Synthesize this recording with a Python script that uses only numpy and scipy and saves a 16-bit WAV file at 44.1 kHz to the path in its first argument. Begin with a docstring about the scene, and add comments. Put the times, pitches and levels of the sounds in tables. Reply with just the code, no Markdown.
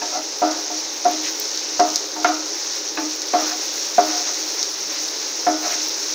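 """Nuts sizzling in ghee

Cashews and raisins sizzle in a little hot ghee, close by in a small kitchen: noise and swarms of tiny
ringing bubbles, over a low simmer. A wooden spatula knocks on the pan at uneven intervals, ticks and
scrapes the nuts round, and sets the pan's dying vibrations ringing. Fat spits in short snaps and high
pings, and a few dull rumbles lie under the stirring. Both channels are alike."""
import sys
import numpy as np
from scipy import signal
from scipy.io import wavfile

SR = 44100
rng = np.random.default_rng(int(sys.argv[2]) if len(sys.argv) > 2 else 0)


def generate_wav(sig):
    """Save sig (samples, or channels by samples) to the path in sys.argv[1] as 16-bit PCM at SR."""
    pcm = np.round(np.clip(np.atleast_2d(sig).T, -1, 1) * 32767).astype(np.int16)
    wavfile.write(sys.argv[1], SR, pcm)


N = 270774
TIME = np.arange(N) / SR
RING_TIME = TIME[:SR]  # one second, enough for any ring to die away


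def amp(db):
    """Turns decibels into a gain."""
    return 10 ** (np.asarray(db) / 20)


def evened(x):
    """Scales a sound to an average strength (rms) of 1."""
    return x / np.sqrt(np.mean(x ** 2) + 1e-20)


def read(points, hz):
    """Reads a (f/Hz, value) table, joining its points along a log-frequency axis."""
    f, value = np.transpose(points)
    return np.interp(np.log(hz + 1), np.log(f), value)


def add(mix, start_s, sound):
    """Mixes a sound in from the given time."""
    part = mix[max(round(start_s * SR), 0):][:len(sound)]
    part += sound[:len(part)]


def convolve(x, response):
    """Filters x and keeps its length."""
    return signal.fftconvolve(x, response)[:len(x)]


def colour(x, spectrum, size=4096):
    """Filters with the given spectrum, with no sound ahead of a click, so its front stays sharp."""
    hz = abs(np.fft.fftfreq(size, 1 / SR))
    log_gain = np.log(amp(read(spectrum, hz)))
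    minimum_phase = np.exp(np.conj(signal.hilbert(log_gain)))
    response = np.fft.ifft(minimum_phase).real[:size // 2]
    return convolve(x, response)


def clicks(count, per_s, spread_db):
    """Makes a random train of clicks, most small and a few large."""
    sizes = amp(spread_db * np.minimum(rng.exponential(1, count), 6))
    signs = rng.choice([-1, 1], count)
    happens = rng.random(count) < per_s / SR
    return evened(sizes * signs * happens)


def flutter(count, per_s, depth_db):
    """Makes a gain that wanders at random, heading for per_s new levels each second."""
    steps = np.arange(count) * per_s / SR
    return amp(depth_db * np.interp(steps, np.arange(4096), rng.standard_normal(4096)))


def bump(length_s):
    """Makes a smooth push that rises and falls, length_s long at half height."""
    return signal.windows.hann(round(2 * length_s * SR))


def swell(rise_s, t60_s):
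    """Makes an envelope that builds up, then dies away by 60 dB in t60_s."""
    return (1 - np.exp(-RING_TIME / rise_s)) * np.exp(-np.log(1000) * RING_TIME / t60_s)


def mode(hz, rise_s, t60_s):
    """Makes one dying vibration: a sine under a swell."""
    return swell(rise_s, t60_s) * np.sin(2 * np.pi * hz * RING_TIME)


def soften(x, hz):
    """Dulls a blow: a soft contact passes little above its corner frequency."""
    return signal.lfilter(*signal.butter(2, min(hz, SR / 4), fs=SR), x)


# how long the room's echo takes to die by 60 dB: (f/Hz, t60/s)
ROOM_ECHO = [(200, 0.56), (1000, 0.47), (4000, 0.085), (12000, 0.029)]


def kitchen(x, wet_db):
    """Adds the tiled room: dense reflections, the treble dying first."""
    hz, t, cells = signal.stft(rng.standard_normal(SR // 2), SR, nperseg=256)
    fade = amp(-60 * t / read(ROOM_ECHO, hz)[:, None])
    tail = signal.istft(cells * fade, SR, nperseg=256)[1]
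    tail[:round(.005 * SR)] = 0  # the first reflections arrive after 5 ms
    return x + amp(wet_db) * convolve(x, tail / np.linalg.norm(tail))


# the spatula turns moist nuts onto hot metal: (t/s, length/s, flare level/dB)
TURNING_NUTS = [(-0.013, 0.16, 2.5), (.39, 0.5, 1.5), (1.027, 0.61, 2.5), (1.68, 0.33, 2.5),
                (2.18, 0.11, 4.5), (2.484, 0.3, 2.5), (2.976, 0.18, 1.5), (3.28, 0.44, 2),
                (3.726, 0.9, 2.5), (4.856, .46, 1.3), (5.59, 0.27, 2.5), (5.944, 0.3, 2.5)]
FLARE_RISE_S, FLARE_FALL_S = 0.045, 0.076
STROKE_FLARE_DB = 2.14  # extra sizzle at the hardest push of the loudest rasp


def flare_db():
    """Each turn lifts the sizzle quickly, holds it and lets it settle; a rasping stroke adds a surge."""
    flare = np.zeros(N)
    for s, length, db in TURNING_NUTS:
        rise = 1 - np.exp(-np.maximum(TIME - s, 0) / FLARE_RISE_S)
        fall = np.exp(-np.maximum(TIME - s - length, 0) / FLARE_FALL_S)
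        flare += db * rise * fall
    hardest_db = max(row[2] for row in SPATULA_STROKES)
    for s, length, rasp_db, _, _ in SPATULA_STROKES:
        add(flare, s - length, STROKE_FLARE_DB * amp(rasp_db - hardest_db) * bump(length))
    return flare


def bubble_swarm():
    """Each bubble rings for a few cycles at a pitch set by its size; each size has its own flurries."""
    swarm = np.zeros(N)
    for hz in np.geomspace(1300, 15000, 24):
        cycles = hz * TIME[:256]
        ring = np.sin(2 * np.pi * cycles) * np.exp(-cycles / 1.6)
        bursts = clicks(N, per_s=max(hz * .1, 450), spread_db=1.0)
        bursts = bursts * flutter(N, per_s=35, depth_db=3.0)
        swarm += np.sqrt(hz) * evened(np.convolve(bursts, ring)[:N])
    return evened(swarm)


# tone filter for the bursting bubbles: (f/Hz, relative level/dB)
SIZZLE_TONE = [(500, -41), (1200, -17), (2000, -15), (2650, -14.5), (3200, -15.5), (3900, -8), (4800, -5.5),
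               (5550, 0.5), (6500, -2.5), (7200, -15), (8000, -26), (10000, -47), (16000, -75)]
# tone filter for the finest fizz: (f/Hz, relative level/dB)
FIZZ_TONE = [(5000, -33), (8000, -5), (9000, -3), (10700, -10.5), (12700, -1.5), (13700, -14), (15100, 9),
             (15800, -4.5)]
# the ghee left to itself, slowly getting hotter, before flares: (t/s, sizzle level/dB, fizz level/dB)
RESTING_GHEE = [(0, -29, -54), (1.3, -28, -51.5), (2.2, -29, -53.5), (3.7, -27.5, -49), (6.1, -26.5, -48)]
FIZZ_FOLLOWS = 1.27  # dB of fizz per dB of flare


def sizzle():
    """Thousands of steam bubbles burst each second, louder where nuts are turned onto hot metal."""
    s, sizzle_db, fizz_db = np.transpose(RESTING_GHEE)
    flare = flare_db()
    bubbles = bubble_swarm() + 0.58 * rng.standard_normal(N)  # the smallest merge into a hiss
    body = evened(colour(bubbles, SIZZLE_TONE)) * flutter(N, per_s=16, depth_db=.5)
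    body = body * amp(np.interp(TIME, s, sizzle_db) + flare)
    fine = evened(colour(bubbles, FIZZ_TONE)) * flutter(N, per_s=63, depth_db=2.5)
    fine = fine * amp(np.interp(TIME, s, fizz_db) + FIZZ_FOLLOWS * flare)
    return body + fine


# tone of the low simmer: (f/Hz, relative level/dB)
SIMMER_TONE = [(25, -43), (80, -39), (140, -28.5), (210, -21.5), (260, -19), (305, 2.5), (360, -4),
               (410, -0.5), (470, -4.5), (570, -2.5), (660, -12), (830, -5), (1200, -13.5), (3000, -32)]
SIMMER_DB, HUM_DB = -38, -50  # the simmer before any flare, and the steady hum
SIMMER_FOLLOWS = 0.18  # dB of simmer per dB of flare
BASE_HZ, BASE_T60_S = 310.2, 0.6  # the whole base flexing like a drum skin


def simmer():
    """A low, uneven rush from the stove and the bubbling fat, with the pan's base humming along."""
    rush = evened(colour(rng.standard_normal(N), SIMMER_TONE)) * flutter(N, per_s=22, depth_db=0.5)
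    hum = evened(convolve(rng.standard_normal(N), mode(BASE_HZ, 0.0028, BASE_T60_S)))
    return amp(SIMMER_DB + SIMMER_FOLLOWS * flare_db()) * rush + amp(HUM_DB) * hum


# many short, crowded resonances of pan, spatula and stove: (f/Hz, relative level/dB)
CLATTER_TONE = [(60, -35), (150, -23.5), (260, -0.5), (420, 1.5), (500, -5.5), (650, 5), (800, -14),
                (1000, -1), (1350, 2), (1700, -1), (2500, -3.5), (5000, -4.5), (9000, -21)]
TICKS_PER_S, TICKS_DB = 45, -47.5  # average rate, and average level of the whole layer
TICKS_FOLLOW = 1.1  # dB of ticks per dB of flare


def tumbling():
    """Nuts tick against the pan and each other, louder while they are being turned."""
    ticks = clicks(N, per_s=TICKS_PER_S, spread_db=2.2) * amp(TICKS_FOLLOW * flare_db())
    clattering = kitchen(colour(ticks, CLATTER_TONE), wet_db=2)
    return amp(TICKS_DB) * evened(clattering)


# the pan's own vibrations: (f/Hz, relative level/dB, t60/s when left free)
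PAN_MODES = [(268, -21, 0.31), (409.4, -20.5, 0.44), (541, -14.5, 0.22), (628, -7.5, .26), (662, -9.5, .17),
             (715, 0, .19), (780, -18, 0.43), (878, -11, 0.18), (933, -7, 0.13), (1053, -15, .12),
             (1154, -12, 0.093), (1217, -14, 0.2), (1288, -16.5, 0.3), (1345, -11.5, 0.28),
             (1414, -25, 0.15), (1466, -19.5, 0.55), (1530, -28, 0.24), (1720, -34, .22),
             (1995, -20.5, 0.42), (2145, -19, 0.12), (2500, -35, 0.17)]


def pan_ring(scatter_db=0, ring_share=1):
    """The pan answers one sharp tap with many dying vibrations, their levels scattered at random."""
    ring = np.zeros(SR)
    for hz, db, t60 in PAN_MODES:
        level = amp(db + scatter_db * rng.uniform(-0.89, 1))
        ring += level * mode(hz, 0.0018, t60 * ring_share)
    return ring


# spatula knocks and rebounds, levels before softening and flutter:
# (t/s, pan ring level/dB, base boom level/dB, wooden thud level/dB, thud f/Hz, thud t60/s,
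#  clatter level/dB, hardness of the contact as a corner f/Hz)
SPATULA_KNOCKS = [(0.0183, -26.5, -27.5, -19.5, 910, 0.12, -35, 2800),
                  (.418, -11.5, -15, -16, 806, 0.082, -20, 1300),
                  (.700, -28.5, -26.5, -23, 890, 0.074, -38, 1200),
                  (1.0512, -16, -22.5, -4.5, 712, 0.15, -13, 860),
                  (1.7946, -12, -18.5, -7, 712, 0.21, -13, 1320),
                  (2.160, -28.5, -23.5, -23, 907, 0.12, -27.5, 1300),
                  (2.2453, -16, -15.5, -7.5, 703, 0.072, -14, 2330),
                  (2.285, -27, -40, -22, 710, 0.043, -24, 1900),
                  (2.972, -26.5, -18, -25, 874, 0.24, -22, 2800),
                  (3.3358, -13, -18.5, -8.5, 712, 0.13, -14.5, 1300),
                  (3.981, -11, -19, 3, 700, 0.06, -12.5, 1100),
                  (5.4660, -14, -18.5, -12, 708, 0.17, -15, 1500)]
# bright clacks where the spatula's thin edge meets the metal: (t/s, level/dB, f/Hz, t60/s)
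EDGE_CLACKS = [(.016, -25.5, 1680, .05), (.0175, -24.5, 2580, .03), (1.795, -15.5, 1037, .05),
               (2.2446, -19, 1580, .06), (2.2448, -10, 1385, .055), (2.245, -14.5, 930, .08),
               (2.2452, -21, 2170, .06), (2.972, -22, 2560, .035), (2.973, -28.5, 1690, .13),
               (2.975, -29.5, 1510, .17)]
# the dragged spatula judders and keeps one of the pan's modes singing, levels before flutter:
# (t/s of the peak, length/s at half height, level/dB, f/Hz)
SPATULA_JUDDERS = [(0.171, .03, -21.5, 733), (0.563, .04, -24, 313), (1.215, .08, -34, 311.6),
                   (2.301, 0.026, -16.5, 724), (3.025, 0.0254, -19, 307), (3.533, 0.039, -30, 723),
                   (5.664, .02, -33, 708)]
RING_SCATTER_DB = 3  # each knock lands somewhere else and favours other modes


def knocks():
    """Wood lands on the pan: a hollow thud, short clatter, the pan's ring and its base's slower boom."""
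    blows, thuds, booms = np.zeros((3, N))
    clatter_fade = swell(.0006, .1) + amp(-13) * swell(.01, .28)
    for s, ring_db, boom_db, thud_db, thud_hz, thud_t60, clatter_db, hard_hz in SPATULA_KNOCKS:
        ring = amp(ring_db) * pan_ring(RING_SCATTER_DB)
        clatter = evened(colour(rng.standard_normal(SR), CLATTER_TONE)) * clatter_fade
        add(blows, s, soften(ring + amp(clatter_db) * clatter, hard_hz))
        add(thuds, s, amp(thud_db) * mode(thud_hz, .005, thud_t60))
        add(booms, s, amp(boom_db) * mode(BASE_HZ, 0.024, BASE_T60_S))
    for s, db, hz, t60 in EDGE_CLACKS:
        add(blows, s, amp(db) * mode(hz, 0.00051, t60))
    for s, length, db, hz in SPATULA_JUDDERS:
        push = bump(length)
        add(booms, s - length, amp(db) * push * np.sin(2 * np.pi * hz * TIME[:len(push)]))
    # the wood presses unevenly on the pan
    thuds = thuds * flutter(N, per_s=130, depth_db=2.0)
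    booms = booms * flutter(N, per_s=55, depth_db=2)
    return kitchen(blows, wet_db=-14) + thuds + booms


# spatula strokes, levels for even pushing:
# (t/s of the hardest push, length/s at half height, rasp level/dB, pan ring level/dB, rasp centre f/Hz)
SPATULA_STROKES = [(0.14, 0.05, -40, -27, 1520), (0.175, 0.02, -57, -25.5, 900),
                   (0.523, .12, -38, -45, 1200), (1.267, .06, -31, -54, 3000), (2.208, .07, -57, -37, 1000),
                   (3.419, 0.083, -37, -31.5, 1880), (3.507, 0.072, -33, -35.5, 1470),
                   (3.612, 0.054, -41, -55, 2500), (4.14, .13, -35.5, -33, 1500),
                   (4.279, 0.069, -38, -34, 1720), (4.951, 0.11, -38, -57, 2620),
                   (5.66, 0.068, -33, -28.5, 1470), (5.728, 0.063, -33, -32, 2000)]
PRESSED_RING = 0.52  # share of the pan's ring time left while the spatula presses on it


def scrapes():
    """The spatula's edge sticks and slips over the coating, rasping and setting the pan ringing."""
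    out = np.zeros(N)
    base = mode(BASE_HZ, 0.004, BASE_T60_S * PRESSED_RING)
    ring = pan_ring(ring_share=PRESSED_RING) + amp(-14.5) * base
    for s, length, rasp_db, ring_db, rasp_hz in SPATULA_STROKES:
        push = bump(length)
        slips = push * clicks(len(push), per_s=1500, spread_db=2.0)
        slips = np.pad(slips, (0, SR // 2))  # room for the ring to die away
        band_hz = [rasp_hz / 1.74, min(rasp_hz * 1.42, SR / 3)]
        rasp = signal.lfilter(*signal.butter(2, band_hz, "band", fs=SR), signal.unit_impulse(512))
        response = amp(ring_db) * ring / np.linalg.norm(ring)
        add(response, 0, amp(rasp_db) * rasp / np.linalg.norm(rasp))
        add(out, s - length, convolve(slips, response))
    return out


# drops of fat spitting: (t/s just before the snap, level/dB that snap and echo are set from)
FAT_SPITS = [(0.5115, -13.5), (0.7433, -25), (1.046, -18), (1.574, -13.5), (1.747, -20), (1.798, -9),
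             (1.9016, -14), (1.953, -21), (1.9577, -2), (2.2443, -13), (3.2181, -11.5), (4.6279, -5.5),
             (5.9425, -14)]
# tone of a spitting drop's snap: (f/Hz, relative level/dB)
SNAP_TONE = [(500, -70), (2000, -41), (3200, -21), (3900, -1.5), (5300, 4), (6500, 3.5), (7400, -13.5),
             (9000, -22.5), (16000, -39)]
# tiny bubbles that burst with a high ping: (t/s, peak level/dB before the room, f/Hz, t60/s)
BUBBLE_PINGS = [(1.047, -29, 9950, 0.02), (1.1125, -25, 14200, .012), (1.3987, -11, 14600, 0.0084),
                (1.399, -25, 7900, .015), (1.9588, -22, 14900, .008), (2.953, -30, 15300, .012),
                (4.7227, -32, 9960, .006)]


def spits():
    """Water trapped in the fat bursts with a snap, echoed by the pan's wall; tiny bubbles ping."""
    out = np.zeros(N)
    snap = colour(signal.unit_impulse(1024), SNAP_TONE)
    snap /= abs(snap).max()
    for s, db in FAT_SPITS:
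        add(out, s + .001, amp(db + 4.0) * snap)
        add(out, s + .0031, amp(db - 3) * snap)  # the echo
    for s, db, hz, t60 in BUBBLE_PINGS:
        burst = mode(hz, .0001, t60) * flutter(SR, per_s=1500, depth_db=7)
        add(out, s, amp(db) * burst / abs(burst).max())
    return kitchen(out, wet_db=-3)


# dull low rumbles under the stirring: (t/s of the peak, length/s at half height, level/dB)
STIRRING_RUMBLES = [(3.96, .04, -48), (4.873, 0.12, -53), (5.492, .05, -44), (5.652, 0.16, -58)]
# tone of the rumbles: (f/Hz, relative level/dB)
RUMBLE_TONE = [(25, -34), (70, -17), (130, -11), (215, 5), (260, -3), (400, -22)]


def rumbles():
    """Low noise swells softly and fades."""
    push = np.zeros(N)
    for s, length, db in STIRRING_RUMBLES:
        add(push, s - length, amp(db) * bump(length))
    return push * evened(colour(rng.standard_normal(N), RUMBLE_TONE))


def scene():
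    """Mixes all the layers, alike in both channels; a bass cut keeps the spatula sounds light."""
    bass_cut = signal.butter(2, 190, "high", fs=SR, output="sos")
    spatula = signal.sosfilt(bass_cut, tumbling() + knocks() + scrapes())
    return np.tile(sizzle() + simmer() + spatula + spits() + rumbles(), (2, 1))


EDGE_HZ = 15850  # little treble passes above this


def record(dry):
    """Flattens the loudest peaks, then cuts off the highest treble."""
    limited = np.clip(dry, -.95, .95)
    treble_cut = signal.firwin(511, EDGE_HZ, window=("kaiser", 9), fs=SR)
    return signal.oaconvolve(limited, treble_cut[None], "same")


dry = scene()
out = record(dry)
generate_wav(out)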